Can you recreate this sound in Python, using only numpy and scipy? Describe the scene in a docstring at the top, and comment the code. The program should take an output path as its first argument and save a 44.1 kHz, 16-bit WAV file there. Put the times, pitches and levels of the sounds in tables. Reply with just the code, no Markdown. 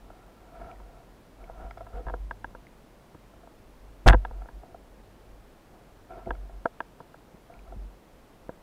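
"""Under water, on a wooden speargun: one microphone in a sealed camera housing rides on the gun, close to the hands.
A hard release rattles the gun, swings the mount and overloads the recorder; blows and loose clicks ring dull modes.
Loose gear taps the gun and a gloved hand rubs it: short pushes and stick-slip grains stir the same modes.
The mount sways near 47 Hz, harder at each shove of the hand; small ticks and bumps are short decaying rings.
Behind it all lies steady, bass-heavy water and recorder noise."""
import sys
import numpy as np
from scipy import signal
from scipy.fft import rfft, irfft
from scipy.io import wavfile

SR = 44100
rng = np.random.default_rng(int(sys.argv[2]) if len(sys.argv) > 2 else 0)


def to_wav(sig):
    """Store sig (one row per channel, or 1-D mono) as 16-bit WAV at the path in sys.argv[1].

    Samples outside -1..1 are clipped; the rate is SR.
    """
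    pcm = np.clip(np.atleast_2d(sig), -1, 1) * 32767
    pcm = np.round(pcm).astype(np.int16)
    wavfile.write(sys.argv[1], SR, pcm.T)  # frames by channels


N = 380141
TIME = np.arange(N) / SR   # seconds
FULL_SCALE = .46   # the recorder's overload level; every absolute level_db is relative to 1.0 ahead of the recorder


def from_db(db):
    """Decibels to gain."""
    return 10 ** (np.asarray(db) / 20)


def rms_one(x):
    """Scale to rms 1."""
    return x / np.sqrt(np.mean(x ** 2) + 1e-20)


def band(x, low_hz, high_hz, order):
    """Keep what lies between two frequencies."""
    return signal.sosfilt(signal.butter(order, [low_hz, high_hz], "band", fs=SR, output="sos"), x)


def drift(rate_hz):
    """Slow random wander of spread 1, drawn every 40 samples and joined by straight lines."""
    step = 40
    pole = np.exp(-2 * np.pi * rate_hz * step / SR)
    noise = rng.standard_normal(N // step + 2002)
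    slow = signal.lfilter([1], [1, -2 * pole, pole * pole], noise)[2000:]   # drop the filter's start-up
    return np.interp(np.arange(N) / step, np.arange(len(slow)), rms_one(slow))


def ring(force, hz, t60_s):
    """One resonant mode: a unit click sets a decaying sine of height 1 ringing."""
    radius = from_db(-60 / (t60_s * SR))
    angle = 2 * np.pi * hz / SR
    return signal.lfilter([0, np.sin(angle)], [1, -2 * radius * np.cos(angle), radius ** 2], force + 1e-18)


def swell(start_s, rise_s, held_s, db, fall_db_per_s):
    """Gain that rises smoothly, holds, then dies at a steady rate in dB (the fall lasts up to 1 s)."""
    rise = np.sin(np.pi / 2 * np.clip((TIME - start_s) / rise_s, 0, 1)) ** 2
    falling_s = np.clip(TIME - start_s - rise_s - held_s, 0, 1)
    return rise * from_db(db - fall_db_per_s * falling_s)


# Housing and stock modes: pitch_hz, t60_s of a struck ring, soft_db and hard_db for a soft and a hard contact
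MODES = [(276, 0.018, -21, -9), (372.6, 0.031, -8, -28), (496, 0.043, -8, -16.5), (678, 0.046, 0.5, -19.5),
         (740, 0.036, -3, -22), (940, 0.02, -10.5, 0.5), (1348, 0.019, -9.5, -8), (1618, 0.019, -28, 2),
         (2190, 0.017, -30, -33), (2788, 0.0048, -58, -6), (3380, 0.0083, -51, -17.5),
         (4700, 0.0019, -46, -28)]


def blows(table, scatter_db):
    """Each contact is a short push that swells and dies; hardness and tilt set which modes it reaches."""
    start_s, level_db, hardness, tilt_db = np.transpose(table)
    hardness = np.clip(hardness, 0, 1)
    size = 600   # samples per push
    # harder contacts are shorter; this time constant is three times that of the push's decay
    contact_ms = np.clip(3.4 - 2.96 * hardness, .3, 12)
    age = np.arange(size) / (contact_ms[:, None] * SR / 1000)
    push = age * np.exp(-3.0 * age)
    push /= push.sum(axis=1, keepdims=True)
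    at = np.round(start_s * SR).astype(int)[:, None] + np.arange(size)
    luck = rng.standard_normal((len(start_s), len(MODES)))
    out = np.zeros(N)
    for k, (hz, t60_s, soft_db, hard_db) in enumerate(MODES):
        mode_db = (1 - hardness) * soft_db + hardness * hard_db
        db = level_db + mode_db + tilt_db * np.log2(hz / 1000)
        # the contact chatters near the mode's pitch, so the ring builds up over the push
        pitch_hz = hz * (1 + .03 * luck[:, [k - 2]])
        phase = luck[:, [k - 1]]
        chatter = 2 * push * np.cos(2 * np.pi * pitch_hz * np.arange(size) / SR + phase)
        gain = from_db(db + scatter_db * luck[:, k])
        force = np.zeros(N)
        np.add.at(force, at, gain[:, None] * chatter)
        out += ring(force, hz, t60_s)
    return out


def rattle():
    """Loose parts buzz against the stock while the bands let go: uneven clicks into the modes plus bare fizz."""
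    clicks_per_s = 12000
    clicks = rng.standard_normal(N) ** 3 * (rng.random(N) < clicks_per_s / SR)
    body = sum(from_db(soft_db) * rms_one(ring(clicks, hz, t60_s)) for hz, t60_s, soft_db, _ in MODES)
    fizz = band(clicks, 2500, 8000, order=3)
    start_s, rise_s, held_s = 4.059, 0.013, 0.031
    shake = swell(start_s, rise_s, held_s, db=-16, fall_db_per_s=1197)   # stops short
    shake += swell(start_s, rise_s, held_s, db=-25, fall_db_per_s=442)   # a faint rest settles slowly
    return shake * rms_one(body) + from_db(-15.0) * shake ** 2 * rms_one(fizz)   # harder shaking is brighter


# Blows of the release: start_s, level_db before mode and tilt gains, hardness (0-1), tilt_db per octave about 1 kHz
RELEASE_BLOWS = [(4.0605, -11.5, 0.12, -2.5), (4.0685, -10.5, 0.01, -2), (4.073, -15, 0.03, -7),
                 (4.0785, -7.5, 0.94, 10.5), (4.0822, 5.5, 0.7, 2), (4.0848, 6, 0.6, 2),
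                 (4.0905, -22, 1, 21.5), (4.0965, -17, 0.4, -5), (4.099, -3, 0.65, 2), (4.1015, -2, 0.8, 5),
                 (4.107, -10, 0.89, -1), (4.111, -26, 0.7, 6), (4.1265, -18, 0.7, 7),
                 (4.1315, -10, 0.76, 4.5), (4.1345, -22, 0.3, -11.5), (4.1435, -14.5, 0.78, -7),
                 (4.1455, -21, 0.82, 1)]


def release():
    """Blows and rattle, with the rumble below about 200 Hz cut."""
    low_cut = signal.butter(2, 200, "high", fs=SR, output="sos")
    return signal.sosfilt(low_cut, blows(RELEASE_BLOWS, scatter_db=3.0) + rattle())


# Taps on the gun: start_s, level_db before mode and tilt gains, hardness (0-1), tilt_db per octave about 1 kHz
GEAR_TAPS = [(0.101, -37, 0.1, 2.5), (0.8, -39, 0.5, -3), (1.496, -34, 0.3, -2.5),
             (1.709, -31.5, 0.17, 15.5), (1.772, -31.5, 0.1, 5), (1.779, -41, 0.25, 18),
             (1.802, -42, 0.05, 8), (1.807, -28.5, 0.12, 6), (1.866, -32.5, 0.27, 7.5),
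             (2.067, -29, 0.75, -3), (2.071, -31, 0.2, 4), (2.083, -24.5, 0.62, 2.5), (2.09, -36, 0.77, 0),
             (2.097, -26, 0.59, 4), (2.103, -34, 0.4, -5), (2.138, -20, 0.51, -1.5), (2.31, -22, 0.78, 1.5),
             (2.444, -23, 0.81, -0.2), (2.549, -31, 0.68, -1.5), (3.147, -40, 0.65, -9), (3.336, -45, 0, 3),
             (3.432, -42.5, 0.02, 5), (3.472, -39, 0.63, -5), (4.25, -18.5, 0.65, 4),
             (4.309, -34.5, 0.57, -7), (4.418, -34, 0.1, 10), (4.456, -38, 0.4, -2), (4.487, -33, 0.66, -3),
             (4.633, -37.5, 0, 1.5), (4.744, -33.5, 0, 2), (6.262, -35, 0, 0), (6.271, -31, 0.17, -10.5),
             (6.289, -43, 0.7, -2), (6.3065, -15, 0.64, 2.5), (6.35, -38, 0.1, 16), (6.495, -37, 0, 6),
             (6.6535, -22.5, 0.45, -7), (6.6555, -10, 0.44, 4.5), (6.804, -18, 0.79, 2),
             (7.003, -32, 0.61, -5), (7.142, -35.5, 0.6, -3), (7.497, -41.5, 0, 0), (7.722, -37.5, 0, -0.5),
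             (8.492, -27.5, 0.69, -7)]


def taps():
    """Loose gear knocks the stock and rings the same modes as the release."""
    return blows(GEAR_TAPS, scatter_db=1.5)


# The release throws the mount, and it rebounds once: start_s, level_db, fall_db_per_s
RECOIL_SWINGS = [(4.065, 8.5, 640), (4.132, -13, 311)]
# Shoves of the hand that set the mount swinging: start_s, held_s, level_db (rms)
HAND_SHOVES = [(.645, 0.013, -42), (1.555, 0.024, -44), (1.63, 0.033, -35), (1.93, 0.053, -35),
               (2.05, 0.015, -32.5), (2.112, 0.02, -36), (2.19, 0.049, -34.5), (4.205, 0.071, -41),
               (4.305, 0.1, -36.5), (4.525, 0.026, -42), (4.89, 0.011, -51), (6.284, 0.028, -33),
               (6.37, 0.061, -39.5), (6.52, 0.034, -43.5), (7.56, 0.058, -50), (7.67, 0.089, -44),
               (7.77, 0.074, -39.5)]
# Restless sway in the diver's grip: time_s, level_db (rms of the main mode), joined by straight lines
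SWAY_LEVEL = [(0, -47.5), (.45, -63.5), (.6, -50.5), (1.1, -52.5), (1.3, -65), (1.45, -45.5), (2.5, -47.5),
              (2.8, -64), (3.3, -58.5), (4.0, -52.5), (4.6, -56), (5.45, -52.5), (5.55, -70), (6.2, -50.5),
              (6.65, -53.5), (6.8, -62), (7.5, -64), (8.62, -59.5)]
MOUNT_HZ = 47.


def restless_sway(hz):
    """Noise through the same 0.21 s resonance twice: a wavering tone of rms 1."""
    t60_s = 0.21
    push = rng.standard_normal(N)
    return rms_one(ring(ring(push, hz, t60_s), hz, t60_s))


def recoil():
    """The release kicks the mount one way, then it swings; its overtone bends the swing from the crest on."""
    kick_s, kick_ms, crest_s = 4.06, 7.5, 4.0918
    kick = from_db(-7.5) * np.sin(np.pi * np.clip((TIME - kick_s) * 1000 / kick_ms, 0, 1))
    since = TIME - crest_s
    swing = np.cos(2 * np.pi * MOUNT_HZ * since)
    # the overtone makes each swing rise fast and sink slowly
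    fade = np.where(since > 0, np.exp(-np.maximum(since, 0) / .08), 0)
    swing -= .46 * np.sin(2 * np.pi * 94. * since) * fade
    strength = sum(swell(start_s, 0.026, 0, db, fall) for start_s, db, fall in RECOIL_SWINGS)
    return kick + strength * swing


def mount():
    """The camera mount's low resonance: a restless sway, shoves of the hand, and the recoil of the release."""
    # handling also stirs a weaker upper mode
    sway = restless_sway(MOUNT_HZ) + from_db(-13) * restless_sway(103.6)
    sway = sway * from_db(np.interp(TIME, *np.transpose(SWAY_LEVEL)))
    shoves = np.zeros(N)
    for start_s, held_s, db in HAND_SHOVES:
        phase = rng.uniform(0, 2 * np.pi)
        strength = swell(start_s, 0.019, held_s, db, fall_db_per_s=278)
        shoves += strength * np.sin(2 * np.pi * MOUNT_HZ * TIME + phase)
    return sway + np.sqrt(2) * shoves + recoil()   # root 2 turns a sine's rms into its peak


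# Glove strokes on the stock: start_s, held_s, level_db before mode and tilt gains, tilt_db per octave about 700 Hz
GLOVE_STROKES = [(.02, 0.49, -65, 6), (0.51, 0.074, -57.5, 4), (0.576, 0.086, -49.5, 2),
                 (.77, 0.21, -62.5, 3), (1.36, 0.17, -58.5, 5.5), (1.562, 0.05, -50, 1),
                 (1.74, 0.12, -60.5, 1), (1.913, 0.037, -50.5, 3), (2.03, 0.071, -55, -6),
                 (4.18, 0.23, -62, 1), (4.6, 0.067, -61, -4), (5.68, 0.096, -63, -4),
                 (6.079, 0.067, -48.5, 2.5), (6.249, 0.0042, -49, -13), (6.36, 0.22, -67.5, -2),
                 (7.49, 0.015, -59, 4), (7.635, 0.012, -57, -2), (7.7, 0.012, -65.5, -21.5)]


def glove():
    """Stick-slip grains of neoprene on wood; each soft-contact mode swells and fades as the grip wanders."""
    rise_s, fall_db_per_s = 0.047, 263
    grains = rng.standard_normal((2, N))
    grains = grains * np.sqrt(np.abs(grains)) * from_db(1.5 * drift(60))   # the slips come in clumps
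    strokes = np.array([swell(start_s, rise_s, held_s, 0, fall_db_per_s)
                        for start_s, held_s, *_ in GLOVE_STROKES])
    level_db, tilt_db = np.transpose(GLOVE_STROKES)[2:]
    # one heavier drag of the palm stirs the mode near 500 Hz
    drag_hz, drag_t60_s = MODES[2][:2]
    out = swell(1.92, rise_s, 0.01, -44.5, fall_db_per_s) * rms_one(ring(grains[1], drag_hz, drag_t60_s))
    for k, (hz, t60_s, soft_db, _) in enumerate(MODES):
        strength = from_db(soft_db + level_db + tilt_db * np.log2(hz / 700)) @ strokes
        grip = from_db(1.84 * drift(14.5))
        out += strength * grip * rms_one(ring(grains[k % 2], hz, 1.82 * t60_s))   # rubbed modes ring longer
    return out


def pips(table, cycles, upper, crack_db):
    """Short rings that fall 60 dB in a few cycles, with a rough neighbour above and a broad snap in front."""
    out = np.zeros(N)
    age = np.arange(3000) / SR   # seconds
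    snaps = band(rng.standard_normal((len(table), len(age))), 1800, 4200, order=2)
    snap_decay_ms = 1.5
    snaps = from_db(crack_db) * rms_one(snaps) * np.exp(-age * 1000 / snap_decay_ms)
    for (start_s, level_db, pitch_hz), snap in zip(table, snaps):
        turns = pitch_hz * age
        wave = np.sin(2 * np.pi * turns) + upper * np.sin(2 * np.pi * 1.85 * turns)
        wave = wave * (1 - np.exp(-turns / 0.57)) * np.exp(-np.log(1000) * turns / cycles)
        out[round(start_s * SR):][:len(age)] += from_db(level_db) * (wave / np.abs(wave).max() + snap)
    return out


# Small bright ticks: start_s, level_db (peak of the ring without its snap), pitch_hz
BRIGHT_TICKS = [(0.7144, -48, 2320), (0.7588, -53, 1910), (1.4413, -48.5, 2220), (1.709, -40, 2060),
                (2.6684, -45, 2100), (6.2592, -49, 2170), (7.5393, -49, 2340), (7.5916, -48, 2370)]


def ticks():
    """Clear high rings of many cycles, each opened by a snap."""
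    return pips(BRIGHT_TICKS, cycles=30.0, upper=0, crack_db=-15)


# Dull bumps of the housing: start_s, level_db (peak of the ring without its snap), pitch_hz
DULL_BUMPS = [(2.068, -32.5, 107), (2.139, -33, 237), (3.148, -38.5, 168), (6.268, -33.5, 100),
              (7.004, -40, 158), (7.343, -39, 195), (7.762, -35, 103), (8.492, -38.5, 185)]


def bumps():
    """Low rings that die in four cycles, roughened by an upper tone, with hardly any snap."""
    return pips(DULL_BUMPS, cycles=4.0, upper=0.57, crack_db=-45)


# Water and recorder noise: pitch_hz, relative level_db of the spectrum
HISS_COLOUR = [(11, -34), (18, 6.5), (49, -8), (90, -6.5), (230, -5.5), (657, -10), (1980, -23),
               (6900, -34), (14400, -37), (15700, -33.5)]


def hiss():
    """Steady noise, heavy in the bass: white noise coloured by a smooth spectrum, at -55 dB rms."""
    hz, db = np.transpose(HISS_COLOUR)
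    bins_hz = np.maximum(np.fft.rfftfreq(N, 1 / SR), 1)
    colour = from_db(np.interp(np.log(bins_hz), np.log(hz), db))
    return from_db(-55) * rms_one(irfft(rfft(rng.standard_normal(N)) * colour, N))


def scene():
    """All the sources meet at one microphone in the housing."""
    return (release() + taps() + mount() + glove() + ticks() + bumps() + hiss())[None]


def record(dry):
    """Overload that flattens the peaks, a little bright grain on the flattened parts, a high-pass, a steep top cut."""
    x = dry / FULL_SCALE
    flat = x / (1 + np.abs(x) ** 6.) ** (1 / 6.)
    grain = signal.lfilter(*signal.butter(1, 2500, "high", fs=SR), x - flat)
    clipped = FULL_SCALE * (flat + .1 * np.tanh(1.5 * grain))
    coupled = signal.lfilter(*signal.butter(1, 1.2, "high", fs=SR), clipped)
    return signal.sosfilt(signal.cheby2(12, 70, 16700, fs=SR, output="sos"), coupled)


dry = scene()
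out = record(dry)
to_wav(out)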